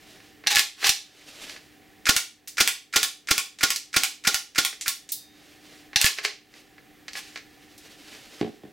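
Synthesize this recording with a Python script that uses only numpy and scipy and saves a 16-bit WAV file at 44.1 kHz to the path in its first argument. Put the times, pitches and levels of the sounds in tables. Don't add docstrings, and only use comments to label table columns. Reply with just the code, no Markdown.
import sys
import numpy as np
from scipy import signal
from scipy.fft import rfft, irfft, next_fast_len
from scipy.io import wavfile
from scipy.ndimage import uniform_filter1d

SR = 44100
rng = np.random.default_rng(int(sys.argv[2]) if len(sys.argv) > 2 else 0)


def wav_out(sig):
    wavfile.write(sys.argv[1], SR, np.round(np.clip(np.atleast_2d(sig).T, -1, 1) * 32767).astype(np.int16))


N = 384728
TIME = np.arange(N) / SR
MIRROR = np.array([[1], [-1]])



def from_db(db):
    return 10 ** (np.asarray(db) / 20)


def rms_one(x):
    return x / np.sqrt(np.mean(x ** 2) + 1e-20)


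def at_hz(points, hz):
    freq_hz, value = np.transpose(points)
    return np.interp(np.log(np.maximum(hz, 1)), np.log(freq_hz), value)


def convolve(x, response):
    return signal.oaconvolve(x, response)[:N]


def body(x, colour, resonances=(), size=8192):
    hz = np.arange(size // 2 + 1) * SR / size
    db = at_hz(colour, hz)
    for freq_hz, width_hz, lift_db in resonances:
        db = db + lift_db / (1 + (2 * (hz - freq_hz) / width_hz) ** 2)
    cepstrum = irfft(np.log(from_db(db)))[:size // 2]
    cepstrum[1:] *= 2
    response = irfft(np.exp(rfft(cepstrum, size)))
    return convolve(x, response / np.linalg.norm(response))


def contacts(rows, t60_s, gain_db, hold_s=0., delay_s=0., rise_s=0.00017, size=4096):
    age_s = np.arange(size) / SR
    out = np.zeros(N + 2 * size)
    decay = from_db(-60 * np.maximum(age_s - hold_s, 0) / t60_s)
    shape = np.minimum(age_s / rise_s, 1) * decay
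    hz = np.arange(size // 2 + 1) * SR / size
    octaves = np.log2(np.maximum(hz, 1400) / 3500)
    noises = rng.laplace(size=(len(rows), size))
    for (start_s, level_db, bright_db_per_oct), noise in zip(rows, noises):
        even = np.exp(1j * np.angle(rfft(noise * shape)))
        burst = irfft(even * from_db(bright_db_per_oct * octaves))
        burst = burst * np.minimum(2 * shape, 1) ** .5
        at = int((start_s + delay_s) * SR)
        out[at:at + size] += from_db(level_db + gain_db) * np.linalg.norm(shape) * burst
    return out[:N]


def strokes(rows, release_s):
    db = -120
    for start_s, length_s, level_db, attack_s in rows:
        before = np.maximum(start_s - TIME, 0) / attack_s
        after = np.maximum(TIME - start_s - length_s, 0) / release_s
        db = np.maximum(db, level_db - 20 * (before + after))
    return from_db(db)


def friction(grain_db, grains_per_s, uneven_db=2.5, strokes_per_s=35):
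    db = 0
    for depth_db, rate in ((grain_db, grains_per_s), (uneven_db, strokes_per_s)):
        db = db + depth_db * np.interp(TIME * rate, np.arange(N), rng.standard_normal(N))
    return rms_one(rng.standard_normal(N) * from_db(db))


def diffuse(length, count=3, size=3072):
    noise = rng.standard_normal((count, length))
    for _ in range(2):
        frames = signal.stft(noise, nperseg=size)[2]
        flat = np.exp(1j * np.angle(frames))
        noise = signal.istft(flat, nperseg=size)[1][:, :length]
    return noise


# freq_hz, t60_s
ROOM_DECAY = [(100, .22), (500, 0.31), (1400, 0.22), (3700, 0.33), (9700, 0.25), (16000, 0.21)]
# freq_hz, level_db
REFLECTION_COLOUR = [(100, -5.5), (500, 1), (1200, 1), (3000, 0), (7000, 3), (16000, -0.5)]


def room(x, wet_db, spread_db=-10, build_up_s=0.0032, sway_rad_per_s=4.52, count=7):
    age_s = TIME[:SR // 2]
    hz = np.arange(len(age_s) // 2 + 1) * SR / len(age_s)
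    centres_hz = np.geomspace(150, 15000, count)
    white = rfft(diffuse(len(age_s)))
    tail = 0
    for centre_hz, share in zip(centres_hz, np.eye(count)):
        band = irfft(white * at_hz(np.c_[centres_hz, share], hz), len(age_s))
        decay_db = -60 * age_s / at_hz(ROOM_DECAY, centre_hz)
        tail = tail + band * from_db(at_hz(REFLECTION_COLOUR, centre_hz) + decay_db)
    tail = tail * (1 - np.exp(-(age_s / build_up_s) ** 2))
    here, there, across = from_db(wet_db) * tail / np.linalg.norm(tail, axis=1, keepdims=True)
    sway = sway_rad_per_s * TIME
    mid = convolve(x * np.cos(sway), here) + convolve(x * np.sin(sway), there)
    return x + mid + from_db(spread_db) * convolve(x, across) * MIRROR


# freq_hz, level_db
AIR_SPECTRUM = [(15, -37.5), (25, -16), (263, -11.5), (301, -7), (354, -15.5), (394, -9.5), (624, -23.5),
                (775, -12), (863, -26), (1610, -22), (1740, -14.5), (2110, -19), (8830, -33),
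                (14000, -32.5), (16000, -31)]
# freq_hz, level_db
AIR_SIDE = [(60, -6.5), (550, -7), (1650, -11.5), (5000, -34.5), (15000, -19)]
AIR_LEVEL_DB = -55.5


def room_air():
    mid, side = [from_db(AIR_LEVEL_DB) * body(rng.standard_normal(N), AIR_SPECTRUM) for _ in range(2)]
    size = next_fast_len(N)
    hz = np.arange(size // 2 + 1) * SR / size
    side = irfft(rfft(side, size) * from_db(at_hz(AIR_SIDE, hz)), size)[:N]
    return mid + side * MIRROR


# freq_hz, rms_level_db
HUM_TONES = [(299.6, -62), (762, -71.5)]


def appliance_hum():
    return sum(np.sqrt(2) * from_db(rms_level_db) * np.sin(2 * np.pi * freq_hz * TIME)
               for freq_hz, rms_level_db in HUM_TONES)


# start_s, length_s, level_db, attack_s
SLEEVE_MOVES = [(.08, 0.14, -52, .2), (1.32, .17, -40.5, 0.36), (5.4, 0.15, -56.5, 0.24),
                (5.73, 0.04, -52.5, 0.47), (6.56, 0.016, -50.5, .12), (7.88, 0.6, -51, 0.62),
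                (8.12, 0.017, -46.5, .06)]
# freq_hz, level_db
CLOTH_SPECTRUM = [(180, -16.5), (300, -4.5), (354, -6), (398, -10.5), (645, -8), (713, -12), (994, -15.5),
                  (2880, -7), (5080, -10.5), (14500, -25.5), (16000, -36)]
SLEEVE_RELEASE_S = 0.2


def jacket():
    rub = strokes(SLEEVE_MOVES, SLEEVE_RELEASE_S) * friction(grain_db=1.0, grains_per_s=220)
    return room(body(rub, CLOTH_SPECTRUM), wet_db=-12.5)


# start_s, level_db
MAGAZINE_LANDINGS = [(8.412, -15.5), (8.635, -36)]
ROCK_S, ROCK_LOSS_DB, LANDING_DB_PER_OCT = .017, 4, -3


def rocking(count=6):
    return [(start_s + ROCK_S * k * rng.uniform(0.88, 1.05), level_db - ROCK_LOSS_DB * k, LANDING_DB_PER_OCT)
            for start_s, level_db in MAGAZINE_LANDINGS for k in range(count)]


# freq_hz, level_db
THUD_SPECTRUM = [(24, -69), (40, -27), (129, -4.5), (351, 0.5), (435, -3.5), (527, -12), (771, -15),
                 (956, -29), (1080, -17), (1190, -30), (1740, -25), (3310, -23.5), (12000, -58),
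                 (15600, -85), (22000, -120)]
# freq_hz, width_hz, lift_db
TABLE_MODES = [(226, 22, 1), (274, 30, 1.5), (345, 110, 0), (432, 31, 5.5), (760, 150, 6)]


def landing_thud():
    touches = contacts(rocking(), t60_s=0.04, gain_db=0.5)
    return room(body(touches, THUD_SPECTRUM, TABLE_MODES), wet_db=-6.5, spread_db=-6)


# start_s, level_db, bright_db_per_oct
SPRING_ZINGS = [(0.893, -13.5, -3.5), (2.478, -26.5, 3.5), (5.119, -27.5, 11), (5.123, -16.5, -3.5),
                (7.778, -39.5, 0.5)]
# freq_hz, level_db
ZING_SPECTRUM = [(880, -85), (1500, -43.5), (1670, -20), (1900, -61.5), (2100, -19), (3520, -0.5),
                 (3810, 3.5), (5280, 6), (5710, 3), (11200, -0.5), (16000, -2.5)]
# freq_hz, level_db, t60_s
SPRING_MODES = [(3760, -6.5, 0.66), (3700, 1.5, 0.72), (4270, -6.5, 0.54), (4770, 0, .5), (4900, -8, 0.77),
                (4900, -2, 0.46), (5600, -5, 0.38), (6040, -0.5, .4), (6240, -3.5, 0.8),
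                (6700, -10.5, 0.44), (10300, -10.5, .25), (11100, -12, .25)]


def spring():
    scrape = contacts(SPRING_ZINGS, t60_s=0.055, gain_db=-3, rise_s=.001)
    age_s = TIME[:SR]
    ring = sum(from_db(level_db - 60 * age_s / t60_s) * np.sin(2 * np.pi * freq_hz * age_s)
               for freq_hz, level_db, t60_s in SPRING_MODES)
    ringing = from_db(-10) * convolve(scrape, ring / np.linalg.norm(ring))
    return ringing + room(body(scrape, ZING_SPECTRUM), wet_db=-2)


RATTLE_DB, RATTLE_SPREAD_DB, RATTLE_DB_PER_OCT = 6.5, 3, -6.5


def rattles(count=70):
    movement_db = 20 * np.log10(strokes(SLEEVE_MOVES, SLEEVE_RELEASE_S))
    moments = rng.integers(0, N, count)
    chances = rng.standard_normal(count)
    return [(at / SR, movement_db[at] + RATTLE_DB + RATTLE_SPREAD_DB * chance, RATTLE_DB_PER_OCT)
            for at, chance in zip(moments, chances)]


# start_s, level_db, bright_db_per_oct
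CATCH_HITS = [(0.4703, -6.5, 1.5), (0.4765, -15, -2), (0.8422, -8.5, -2), (0.8935, -6, 3.5),
              (5.9592, -2, 1.5)]
# start_s, level_db, bright_db_per_oct
CLACK_HITS = [(0.5500, -1, -1.5), (0.5575, 4, 1.5), (0.5685, 7, -6), (0.5845, -1, 2), (0.5930, 7.5, 0),
              (0.8690, 0.5, 0), (0.8920, 4.5, 1.5), (6.0140, 4.5, 2.5), (6.0435, 5, -1), (6.0560, -4, 6),
              (6.0630, 4, -2)]
# start_s, level_db, bright_db_per_oct
KNOCK_HITS = [(0.438, -33.5, -8.5), (0.464, -21, -4), (0.828, -12.5, -8), (1.495, -21, 1.5),
              (1.562, -27.5, -3.5), (3.760, -6.5, 9.5), (4.728, -22, -5.5), (5.931, -29.5, -7),
              (6.185, -8, -3.5), (6.249, 1, -0.5), (6.539, -32.5, -1.5), (6.780, -38.5, -8),
              (7.081, -21, -0.5), (7.132, -26, 6), (7.153, -23, -5.5), (7.358, -21.5, -3.5),
              (7.374, -25.5, -1), (8.411, -22, -1)]
# start_s, length_s, level_db, attack_s
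SLIDE_STROKES = [(.505, 0.033, -26, 0.009), (.565, 0.031, -21, .015), (.86, 0.026, -24, 0.051),
                 (6.01, 0.057, -23.5, 0.014), (6.178, .005, -41, 0.025), (6.243, 0.0057, -28.5, 0.014),
                 (7.165, 0.028, -43.5, .03), (7.22, 0.14, -60.5, .02)]
# start_s, length_s, level_db, attack_s
SQUEAL_STROKES = [(.516, 0.031, -25.5, 0.0055), (.86, .02, -40, .007)]
# freq_hz, level_db
CATCH_SPECTRUM = [(40, -29), (400, -20.5), (1000, -23), (1800, -4.5), (3800, -2), (5800, -8), (7000, -13.5),
                  (11000, -18.5), (16000, -32)]
CLACK_SPECTRUM = [(35, -27.5), (60, -15.5), (164, -25), (492, -26), (946, -50), (1410, -3.5), (1550, -24.5),
                  (1740, -1.5), (3190, -3.5), (3500, -1.5), (7060, -5.5), (14200, -14.5), (16000, -20.5)]
KNOCK_SPECTRUM = [(71, -77), (120, -33), (362, -12.5), (1070, -14.5), (1290, -10.5), (2340, -4),
                  (3820, -7.5), (4230, -1.5), (5190, -7.5), (6500, -12), (12000, -28.5), (14700, -31.5),
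                  (16000, -38)]
SLIDE_SPECTRUM = [(120, -77.5), (200, -22), (548, -19.5), (777, -11.5), (1230, -11), (1740, -6.5),
                  (2960, -3), (3690, -7.5), (4350, -4.5), (9060, -15), (16000, -23)]
SQUEAL_SPECTRUM = [(300, -24.5), (800, -1.5), (3800, 4), (9000, -19.5)]
# freq_hz, width_hz, lift_db
STEEL_MODES = [(813, 170, 21), (1174, 76, 8), (1670, 83, 8), (1870, 110, 3), (2680, 110, 6.5),
               (3640, 200, 5.5), (4200, 85, 11), (4940, 150, 6.5), (5820, 330, 9.5)]
MAGAZINE_MODES = [(416, 21, 10), (798, 74, 5.5), (950, 160, -7.5), (1078, 62, 9.5), (1710, 56, 7),
                  (1977, 63, 1.5), (2444, 34, -2.5), (2580, 99, 2.5)]
LEVER_MODES = [(2050, 750, 6.5), (3730, 200, 2.3), (5970, 770, 2.55)]
ROD_MODES = [(818, 68, 26.5), (3830, 250, 23)]
SLIDE_RELEASE_S, SQUEAL_RELEASE_S = 0.029, .005


def handling():
    catches = contacts(CATCH_HITS, t60_s=0.029, gain_db=2.5, hold_s=0.0019)
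    catches = body(catches, CATCH_SPECTRUM, STEEL_MODES)
    clacks = body(contacts(CLACK_HITS, t60_s=0.018, gain_db=-3), CLACK_SPECTRUM, MAGAZINE_MODES)
    knocks = contacts(KNOCK_HITS + rattles(), t60_s=0.034, gain_db=-7, rise_s=0.00063)
    knocks = body(knocks, KNOCK_SPECTRUM, MAGAZINE_MODES + LEVER_MODES)
    rub = strokes(SLIDE_STROKES, SLIDE_RELEASE_S) * friction(grain_db=1.5, grains_per_s=790)
    slide = body(from_db(9.0) * rub, SLIDE_SPECTRUM, MAGAZINE_MODES)
    draw = strokes(SQUEAL_STROKES, SQUEAL_RELEASE_S) * rng.standard_normal(N)
    squeal = body(from_db(3.5) * draw, SQUEAL_SPECTRUM, ROD_MODES)
    return room(catches + knocks + squeal, wet_db=-3.5) + room(clacks + slide, wet_db=-4.5)


# start_s, strength_db, trigger_lead_s, bolt_travel_s, thump_db
SHOT_CYCLES = [(2.0896, 0, 0.035, 0.074, -13.5), (2.6039, 0, .0339, 0.071, -22.5),
               (2.9597, -2, .0334, 0.07, -25), (3.309, -3, 0.037, 0.07, -16.5),
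               (3.6314, -3.5, 0.045, 0.072, -24.5), (3.9632, -3, 0.034, 0.071, -21.5),
               (4.2715, -3.5, .0334, .0717, -25), (4.5809, -4.5, 0.033, 0.068, -28)]
# start_s, level_db
OTHER_THUMPS = [(0.894, -25.5), (4.881, -35.5), (5.961, -22), (6.045, -15)]
THUMP_DELAY_S = 0.0032
RETURN_THUMP_DB = -14.5


def thump_times():
    blasts = [(start_s + THUMP_DELAY_S, thump_db) for start_s, _, _, _, thump_db in SHOT_CYCLES]
    returns = [(start_s + travel_s, thump_db + RETURN_THUMP_DB)
               for start_s, _, _, travel_s, thump_db in SHOT_CYCLES]
    return blasts + returns + OTHER_THUMPS


def thumps(width_s=0.0014, gain_db=5, side_db=2, side_lag_s=.002):
    age = TIME[:SR // 20] / width_s
    out = np.zeros((2, N))
    rows = thump_times()
    signs = rng.choice([-1, 1], (len(rows), 2))
    for (start_s, level_db), (mid_sign, side_sign) in zip(rows, signs):
        out[:, int(start_s * SR)] += from_db(level_db + gain_db) * mid_sign
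        side_pulse = from_db(level_db + side_db) * side_sign
        out[:, int((start_s + side_lag_s) * SR)] += side_pulse * MIRROR[:, 0]
    pulse = (age * np.exp(1 - age)) ** 2
    return np.array([convolve(channel, pulse) for channel in out])


# start_s, level_db, bright_db_per_oct
EXTRA_CLICKS = [(2.474, -28, -3), (4.8100, -21, -1.5), (5.0897, -31, -1)]
# level_db at full strength, db_per_strength_db, bright_db_per_oct
TRIGGER_PART, HAMMER_PART = (-21.5, 1.6, -6.5), (-6.5, 1.5, 0.22)
BLAST_PART, BOLT_PART = (-.6, 1, 0.6), (-2.85, 1.15, 0.4)
# start_s, level_db, bright_db_per_oct
LAST_HAMMER, LAST_BOLT = (4.8586, -15, -.8), (4.8794, -10.5, 3)
HAMMER_LEAD_S = .0238


def firing_cycle():
    start_s, strength_db, lead_s, travel_s, _ = np.transpose(SHOT_CYCLES)

    def part(times_s, settings):
        level_db, follows, bright_db_per_oct = settings
        return [(at_s, level_db + follows * strength, bright_db_per_oct)
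                for at_s, strength in zip(times_s, strength_db)]

    pulls = part(start_s - lead_s, TRIGGER_PART) + EXTRA_CLICKS
    falls = part(start_s - HAMMER_LEAD_S, HAMMER_PART) + [LAST_HAMMER]
    blasts = part(start_s, BLAST_PART)
    returns = part(start_s + travel_s, BOLT_PART) + [LAST_BOLT]
    return pulls, falls, blasts, returns


# freq_hz, level_db
TRIGGER_SPECTRUM = [(290, -51), (500, -20.5), (1050, -18.5), (1900, -6.5), (2810, -0.5), (7420, 7),
                    (14700, -10), (16000, -50)]
HAMMER_SPECTRUM = [(40, -45), (300, -18.5), (900, -21.5), (1400, -2), (2300, -3), (3200, -13), (5000, -8),
                   (8000, -17.5), (16000, -27.5)]
BLAST_SPECTRUM = [(40, -33.5), (200, -8), (300, -3), (500, -12), (950, -16.5), (1400, 1), (2500, -2),
                  (5500, -1.5), (8000, -8.5), (12000, -14.5), (16000, -16.5)]
BOLT_SPECTRUM = [(40, -13.5), (200, -22.5), (950, -17), (1400, -2), (2200, 0), (5500, -3), (9000, -6.5),
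                 (12500, -10.5), (16000, -13)]
# freq_hz, width_hz, lift_db
STRIKER_MODES = [(1116, 47, 1), (1400, 71, 9.5), (1490, 86, -2), (1680, 89, 5), (2350, 200, 7)]
RECEIVER_MODES = [(368, 14, -3), (438.8, 13, 7.5), (791, 140, 10.5), (1096, 49, 13), (1134, 71, -3.5),
                  (1290, 78, -7.5), (1418, 110, 7.5), (1551, 45, -29), (1560, 24, 1.5), (2110, 24, 3),
                  (2330, 91, 3.5), (3438, 30, 7.5), (4380, 21, 5), (4850, 48, 3.5)]


def shots():
    pulls, falls, blasts, returns = firing_cycle()
    trigger = contacts(pulls, t60_s=0.038, gain_db=3.0, rise_s=0.00094)
    hammer = contacts(falls, t60_s=0.055, gain_db=-7.0, hold_s=0.0041, rise_s=0.0015)
    valve = contacts(falls, t60_s=.012, gain_db=-8, delay_s=.016)
    gas = contacts(blasts, t60_s=0.04, gain_db=0, hold_s=0.0085, delay_s=-.003, rise_s=0.0076)
    crack = contacts(blasts, t60_s=0.0029, gain_db=9.5, delay_s=.004)
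    back_stop = contacts(blasts, t60_s=0.0035, gain_db=10.5, delay_s=.008)
    run_home = contacts(returns, t60_s=0.013, gain_db=-22.5, hold_s=0.045, delay_s=-0.018, rise_s=0.0049)
    slam = contacts(returns, t60_s=0.012, gain_db=6, delay_s=.0005)
    chatter = contacts(returns, t60_s=0.032, gain_db=-7, hold_s=0.0017, delay_s=.001, rise_s=0.00059)
    return (room(body(trigger, TRIGGER_SPECTRUM, LEVER_MODES), wet_db=1)
            + room(body(hammer + valve, HAMMER_SPECTRUM, STRIKER_MODES), wet_db=-3.5)
            + room(body(gas, BLAST_SPECTRUM, RECEIVER_MODES), wet_db=-3)
            + room(body(crack + back_stop, BLAST_SPECTRUM, RECEIVER_MODES), wet_db=-9.5)
            + room(body(run_home + slam + chatter, BOLT_SPECTRUM, RECEIVER_MODES), wet_db=-1.5))


def scene():
    background = room_air() + appliance_hum() + jacket()
    gun = landing_thud() + spring() + handling() + thumps() + shots()
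    return (background + gun) * from_db([[-.6], [.6]])


CUTOFF_HZ = 15900


def record(dry, threshold_db=-22, slope=.45, release_db_per_s=11):
    power = uniform_filter1d(np.mean(dry ** 2, axis=0), size=88)
    loudness_db = 10 * np.log10(np.maximum(power, 1e-12))
    excess_db = slope * np.maximum(loudness_db - threshold_db, 0)
    recovery_db = release_db_per_s * TIME
    duck_db = np.maximum.accumulate(excess_db + recovery_db) - recovery_db
    rounded = np.tanh(dry * from_db(-duck_db))
    low_pass = signal.ellip(10, .1, 80, CUTOFF_HZ, fs=SR, output="sos")
    return signal.sosfilt(low_pass, rounded)


dry = scene()
out = record(dry)
wav_out(out)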